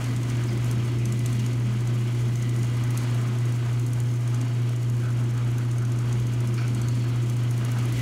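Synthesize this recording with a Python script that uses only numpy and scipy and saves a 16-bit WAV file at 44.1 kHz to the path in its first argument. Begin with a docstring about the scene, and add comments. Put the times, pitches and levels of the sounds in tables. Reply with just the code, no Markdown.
"""Garage door opening

A chain-drive opener lifts its door, heard from a workbench in the garage. The induction motor hums
at twice the mains frequency and throbs as the drive sways; its shaft shakes the housing and the
door panels rumble. Rollers run in their steel tracks with an odd clank or squeak, and the chain
rustles and ticks over the sprocket."""
import sys
import numpy as np
from scipy import signal
from scipy.fft import rfft, irfft
from scipy.io import wavfile

SR = 44100
rng = np.random.default_rng(int(sys.argv[2]) if len(sys.argv) > 2 else 0)


def to_wav(s):
    """Save 16-bit WAV."""
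    ch = np.atleast_2d(s).T  # columns
    pcm = np.round(np.clip(ch, -1, 1) * 32767)  # PCM
    wavfile.write(sys.argv[1], SR, pcm.astype(np.int16))


N = 353241
TIME = np.arange(N) / SR
MAINS_HZ, SHAFT_HZ = 59.98, 29.19

# Faders for the running noise. Each row: time in seconds, then rollers, rail and chain in relative dB.
RUNNING_LEVELS = [(0, -41, -42.5, -49), (0.18, -48.5, -47.5, -53.5), (0.33, -44, -44.5, -52),
                  (0.9, -45.5, -46, -54), (1.2, -50, -48, -53), (1.38, -48, -46, -52),
                  (1.6, -47, -47, -54.5), (2.45, -48, -47, -53), (3, -44.5, -46.5, -52.5),
                  (3.7, -47.5, -49, -54.5), (4.6, -48.5, -49.5, -56), (5.7, -48.5, -50.5, -55.5),
                  (6.8, -48, -48, -55), (7.25, -47, -47.5, -55), (7.85, -45, -46.5, -53),
                  (8.01, -46.5, -41.5, -48)]


def motor(running_db=-24, start_dip_db=-3, rise_s=0.35, throb_db=0.57, flutter=0.25, waver=0.45):
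    """Magnetic hum, locked to the mains, builds up and throbs; the shaft slips behind it and wavers."""
    # Colour of the hum. Each row: multiple of the mains frequency, level in dB against the hum.
    hum_partials = [(1, -37), (4, -22.5), (6, -28), (20, -42.5)]
    # Unbalance and gear mesh. Each row: multiple of the shaft speed, level in dB.
    shaft_partials = [(1, -64.5), (2, -54.5), (5, -50.5), (7, -54.5), (9, -47.5), (15, -59.5), (17, -61.5),
                      (18, -66.5), (19, -67), (24, -69)]
    # Thin, steady whines of the drive. Each row: pitch in Hz, level in dB.
    whines = [(91, -52), (332, -56.5), (383, -62), (404, -63.5), (655, -64), (687, -65), (720, -71),
              (844, -65), (958, -66), (4615, -71)]
    mains_phase = 2 * np.pi * MAINS_HZ * TIME
    buzz = sum(gain_of(db) * np.sin(round(k) * mains_phase + rng.uniform(0, 2 * np.pi))
               for k, db in hum_partials)
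    hum_db = running_db + start_dip_db * np.exp(-TIME / rise_s) + throb_db * sway() + 0.28 * wander(12)
    hum = gain_of(hum_db) * (np.sin(2 * mains_phase) + buzz * (1 + flutter * wander(8.9)))
    shaft_phase = phase_of(SHAFT_HZ + 0.055 * wander(1.77))
    shake = whine = 0
    for k, db in shaft_partials:
        gain = gain_of(db) * (1 + waver * wander(4.5))
        shake += gain * np.sin(round(k) * shaft_phase + rng.uniform(0, 2 * np.pi))
    for hz, db in whines:
        gain = gain_of(db) * (1 + waver * wander(4.5))
        whine += gain * np.sin(phase_of(hz + 0.774 * wander(5.2)))
    return np.sqrt(2) * (hum + shake + whine)


def housing(shaft_order=7, offset_hz=1, drift_hz=3, sharpness=1.5):
    """The sheet-metal housing picks up one shaft order and drones in a swell just after each sway."""
    # Crest of the swells. Each row: time in seconds, level in dB.
    crests = [(0, -48), (0.7, -39.5), (1.75, -35), (2.2, -43), (3.55, -42.5), (4.2, -61), (5.9, -51),
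              (6.4, -38.5), (7.35, -42), (8.01, -44)]
    swells = fader(crests) * ((1 + sway(lag=0.24)) / 2) ** sharpness
    hz = shaft_order * SHAFT_HZ + offset_hz + drift_hz * wander(4.68)
    return np.sqrt(2) * swells * np.sin(phase_of(hz))


def door_rumble(panel_sway_db=0.55, ceiling_sway_db=1.3):
    """The door panels and the ceiling that carries the drive boom in time with the sway."""
    # Boom of the panels and the room. Each row: frequency in Hz, spectral level in dB.
    panel_eq = [(100, -25), (135, -7.5), (155, -6.5), (172, -2.5), (187, -10.5), (210, 1), (226, -3),
                (252, -3), (285, -3), (310, -6), (355, -1), (372, -10), (450, -17), (650, -28.5)]
    # Deep boom of the ceiling. Each row: frequency in Hz, spectral level in dB.
    ceiling_eq = [(22, -41), (42, -24), (57, -1), (68, -1), (82, -10), (100, -2), (140, -11)]
    # Rumble of the moving door. Each row: time in seconds, panels in dB, ceiling in dB.
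    rumble_levels = [(0, -37, -46), (0.35, -36.5, -41), (0.8, -36.5, -40), (1.5, -38.5, -46),
                     (2.3, -39, -49), (2.75, -38.5, -45), (4, -42, -54), (4.6, -41.5, -60), (5, -40, -48),
                     (5.4, -41, -51), (6.8, -38, -42.5), (7.45, -41, -49), (8.01, -36, -42)]
    panels = fader(rumble_levels) * evened(colour(rng.standard_normal(N), panel_eq))
    ceiling = fader(rumble_levels, column=2) * evened(colour(rng.standard_normal(N), ceiling_eq))
    return panels * gain_of(panel_sway_db * sway(lag=0.37)) + ceiling * gain_of(ceiling_sway_db * sway())


def rollers_and_rail(song_hz=2010, song_width_hz=130):
    """Rollers grind along the track and the carriage slides on its singing rail, with uneven drag."""
    # Rollers in the steel track. Each row: frequency in Hz, spectral level in dB.
    track_eq = [(200, -39), (420, -1), (600, -2), (800, -3), (1100, -2.5), (1240, -2), (1500, -3),
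                (1850, -8), (2600, -25), (6000, -30)]
    # The carriage on its rail. Each row: frequency in Hz, spectral level in dB.
    rail_eq = [(1200, -26), (1900, -5.5), (2100, 1), (2550, -1.5), (3050, -3.5), (3200, -3.5), (3550, -7),
               (3850, -7), (4600, -8), (4900, -13), (5300, -9.5), (5800, -13), (9000, -28)]
    # The rail sings under the pull of the chain. Each row: time in seconds, level in dB.
    song_levels = [(0, -51.5), (.75, -60), (1.25, -53.5), (1.7, -59), (2.1, -61), (2.43, -49.5), (2.7, -53),
                   (2.95, -52), (3.6, -59), (4.3, -61), (5.8, -64), (6.6, -61), (7.4, -59), (7.8, -59),
                   (8, -48)]
    drag = wander(6)
    grind = rattle(track_eq, knocks_per_s=400, knock_share=0.36, flicker_db=-0.07)
    slide = rattle(rail_eq, knocks_per_s=900, knock_share=0.32, flicker_db=0.5)
    rollers = gain_of(1 + 1.06 * drag) * fader(RUNNING_LEVELS) * grind
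    carriage = gain_of(-0.5 + 0.84 * drag) * fader(RUNNING_LEVELS, column=2) * slide
    song = fader(song_levels) * ring(rng.standard_normal(N), song_hz, song_width_hz)
    return rollers + carriage + song


def sprocket(hard_trim_db=-9, soft_db=-47.5, spread_db=0.8, tilt_spread_db=2, split_hz=9800, room_db=-10):
    """A link meets the sprocket every second motor turn: hard in runs that swell or fade, else softly."""
    # Runs of links that seat hard. Each row: start in seconds, length in seconds,
    # first and last peak in relative dB, brightness in dB.
    hard_runs = [(0.0423, 0.03, -28, -28, 0), (0.163, 0.3, -31, -35, -7), (0.575, 0.17, -33, -23, 5),
                 (1.055, 0.17, -25, -29, -2), (1.26, 0.1, -21.5, -29.5, -3), (1.3946, 0.17, -30, -34, -5),
                 (1.873, 0.03, -28.5, -29, -2), (2.356, 0.31, -29.5, -31.5, -4),
                 (2.7691, 0.24, -35, -19, 7), (3.146, 0.03, -31, -29.5, 7), (3.386, 0.17, -34, -30, 0),
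                 (3.796, 0.24, -30, -29, 2), (4.276, 0.17, -32, -30, -4), (4.693, 0.24, -32.5, -32, 0),
                 (5.582, 0.03, -28, -28.5, 4), (5.7139, 0.31, -33, -32, -5), (6.127, 0.03, -28, -27.5, -5),
                 (6.199, 0.41, -31, -31, 1), (6.679, 0.24, -28, -26, -3.5), (7.298, 0.16, -27.5, -37, 4),
                 (7.5095, 0.1, -26.5, -33, 8), (7.649, 0.38, -25.5, -34, 7)]
    link_s, ticks = 2 / SHAFT_HZ, []
    next_starts = [run[0] for run in hard_runs[1:]] + [N / SR + link_s / 2]
    for (start, length, first_db, last_db, bright_db), end in zip(hard_runs, next_starts):
        for age in np.arange(0, end - start - link_s / 2, link_s):
            run_db = hard_trim_db + np.interp(age, [0, length], [first_db, last_db])
            ticks.append((start + age, run_db, bright_db) if age < length else (start + age, soft_db, 0))
    scatter = rng.standard_normal((len(ticks), 3)) * [0, spread_db, tilt_spread_db]
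    lowpass = signal.butter(4, split_hz, fs=SR, output="sos")
    blows = np.zeros(N)
    for start, db, tilt_db in ticks + scatter:
        tick = link_tick()
        dull = signal.sosfiltfilt(lowpass, tick)
        # a sharper blow moves the ring from the link's low modes to its high ones
        tilted = dull * gain_of(-tilt_db / 2) + (tick - dull) * gain_of(tilt_db / 2)
        add(blows, start - 0.0095, gain_of(db) * tilted)
    # Ring of one link. Each row: frequency in Hz, spectral level in dB.
    link_eq = [(1500, -26), (4000, -6.5), (5300, -8), (6150, 2.5), (6900, 2.5), (7600, -4.5), (8600, 0.5),
               (10200, -7.5), (11100, -2), (12800, -12.5), (14500, -13), (16000, -19)]
    ticking = colour(blows, link_eq)
    return ticking + gain_of(room_db) * garage(ticking, t60=0.39)


def link_tick(rise_s=0.00034, hold_s=0.00036, decay_s=0.0032, graze=0.27, max_lead_s=0.0067):
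    """A link grazes the tooth, then seats 10 ms in with a short metallic chatter."""
    t = TIME[:SR // 25] - 0.01
    blow = lambda age: np.exp(np.minimum(age / rise_s, -np.maximum(age - hold_s, 0) / decay_s))
    chatter = rng.choice([-1, 1], len(t))
    return (blow(t) + graze * rng.random() * blow(t + max_lead_s * rng.random())) * chatter


def chain(rustle_trim_db=1, shiver_s=0.13):
    """The moving chain rustles, and the rail shivers for a moment after the hardest ticks."""
    # Rustle of the links. Each row: frequency in Hz, spectral level in dB.
    rustle_eq = [(3000, -31), (5100, -7), (5350, -5.5), (5950, -5), (6350, 0), (6850, -1.5), (7300, -4.5),
                 (8700, -6), (9500, -9), (9850, -5), (10400, -14.5), (11100, -11.5), (12500, -13),
                 (16000, -18.5)]
    # Hardest ticks, which shake the rail. Each row: start in seconds, level in dB.
    jolts = [(.044, -52), (1.262, -53), (2.978, -48.5)]
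    # Ring of the rail when a hard tick shakes it. Each row: frequency in Hz, spectral level in dB.
    rail_ring_eq = [(1500, -15), (2700, -3), (4200, 17), (6500, 3), (9000, 4), (12000, -8), (16000, -19)]
    rustle = rattle(rustle_eq, knocks_per_s=820, knock_share=0.52, flicker_db=1.5)
    rustle *= gain_of(rustle_trim_db) * fader(RUNNING_LEVELS, column=3)
    shivers = np.zeros(N)
    for start, db in jolts:
        add(shivers, start, gain_of(db) * np.exp(-TIME[:SR // 2] / shiver_s))
    return rustle + colour(shivers * rng.standard_normal(N), rail_ring_eq)


def clanks_and_squeaks(attack_s=0.00096, decay_s=0.032, room_db=-5):
    """Door sections knock in the track and dry rollers scrape and squeak."""
    # Knocks of the sections. Each row: start in seconds, level in dB.
    clanks = [(2.951, -40.5), (5.03, -47), (6.576, -34.5), (6.61, -44), (6.638, -47)]
    # Ring of a section. Each row: frequency in Hz, width in Hz, relative level in dB.
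    section_modes = [(1400, 260, 2), (2390, 520, 0.5), (4540, 460, -7), (5250, 810, -7.5)]
    # Roller squeaks. Each row: start and length in seconds, pitch and width in Hz, level in dB.
    squeaks = [(0.243, 0.18, 2300, 400, -51), (0.362, 0.11, 1570, 400, -47), (.47, 0.045, 5080, 800, -48),
               (.93, 0.19, 2440, 500, -52), (4.978, 0.17, 1450, 300, -47), (5.326, 0.12, 1250, 1100, -46),
               (5.547, 0.1, 1450, 300, -53), (5.77, 0.11, 1400, 300, -46), (5.982, 0.11, 1390, 300, -49),
               (6.6, 0.62, 4400, 450, -57), (6.732, 0.17, 1400, 300, -51.5), (7.681, 0.22, 1390, 400, -50)]
    mix, t = np.zeros(N), TIME[:SR // 3]
    strike = (1 - np.exp(-t / attack_s)) * np.exp(-t / decay_s)
    for start, db in clanks:
        chatter = rng.standard_normal(len(t))
        body = sum(gain_of(mode_db) * ring(chatter, hz, width) for hz, width, mode_db in section_modes)
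        add(mix, start, gain_of(db) * strike * evened(body))
    for start, length, hz, width, db in squeaks:
        swell = np.hanning(round(length * SR))
        squeak = ring(rng.standard_normal(SR), hz, width)[:len(swell)]
        add(mix, start, gain_of(db) * swell * squeak)
    return mix + gain_of(room_db) * garage(mix, t60=0.69)


def sway(lag=0, first_crest_s=0.102):
    """The drive sways on its hangers as it pulls: -1 to 1, lagging by a share of one cycle."""
    # Pace of the sway. Each row: time in seconds, sways per second.
    pace = [(0, 3.24), (3.6, 3.29), (4.3, 3.57), (5.5, 3.45), (5.9, 2.63), (6.6, 4.15), (8, 3.28)]
    cycles = np.cumsum(np.interp(TIME, *np.transpose(pace))) / SR
    return np.cos(2 * np.pi * (cycles - np.interp(first_crest_s, TIME, cycles) - lag))


def rattle(eq, knocks_per_s, knock_share, flicker_db):
    """Smooth rubbing mixed with many tiny ringing knocks, heard through the part that they shake."""
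    hits = (rng.random(N) < knocks_per_s / SR) * rng.standard_normal(N)
    rub = rng.standard_normal(N)
    knocks = evened(garage(hits, t60=0.069))
    friction = np.sqrt(knock_share) * knocks + np.sqrt(1 - knock_share) * rub
    return evened(colour(friction * gain_of(flicker_db * wander(52)), eq))


def garage(x, t60, echoes_per_s=3000, predelay_s=0.004):
    """Echoes of the garage: sparse taps of random sign that fall 60 dB in t60 seconds."""
    t = TIME[:SR // 2]
    taps = rng.choice([-1, 1], len(t)) * (rng.random(len(t)) < echoes_per_s / SR) * (t > predelay_s)
    tail = taps * np.exp(-np.log(1000) * t / t60)
    return signal.fftconvolve(x, tail / np.linalg.norm(tail))[:N]


def ring(x, hz, width):
    """A steep resonance at an rms of 1: two like stages in a row."""
    b, a = signal.iirpeak(hz, hz / width, SR)
    return evened(signal.lfilter(b, a, signal.lfilter(b, a, x)))


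def colour(x, eq):
    """Applies an EQ curve; white noise keeps its power."""
    eq_hz, eq_db = np.transpose(eq)
    hz = np.fft.rfftfreq(N, 1 / SR)
    shape = gain_of(np.interp(np.log(hz + 1), np.log(eq_hz), eq_db, left=-90, right=-90))
    return irfft(rfft(x) * evened(shape), N)


def wander(rate_hz):
    """Smooth random drift at an rms of 1, up to about the given rate."""
    hz = np.fft.rfftfreq(N, 1 / SR)
    return evened(irfft(rfft(rng.standard_normal(N)) * np.exp(-(hz / rate_hz) ** 2), N))


def fader(rows, column=1):
    """One dB column of a level curve, as a gain for every sample."""
    columns = np.transpose(rows)
    return gain_of(np.interp(TIME, columns[0], columns[column]))


def add(mix, start_s, sound):
    """Mixes a sound in at its start time."""
    part = mix[max(round(start_s * SR), 0):][:len(sound)]
    part += sound[:len(part)]


def phase_of(hz):
    """Running phase of a moving pitch, in radians."""
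    return 2 * np.pi * np.cumsum(hz) / SR


def gain_of(db):
    """Decibels to gain."""
    return 10 ** (np.asarray(db) / 20)


def evened(x):
    """Scales to an rms of 1."""
    return x / np.sqrt(np.mean(x ** 2) + 1e-20)


def scene():
    """Motor, door and chain together, in mono."""
    drive = motor() + housing()
    door = door_rumble() + rollers_and_rail()
    return (drive + door + sprocket() + chain() + clanks_and_squeaks())[None]


def record(dry):
    """A steep high cut takes the top air off the mix."""
    high_cut = signal.firwin(511, 15850, window=("kaiser", 9), fs=SR)
    return signal.oaconvolve(dry, high_cut[None], "same")


dry = scene()
out = record(dry)
to_wav(out)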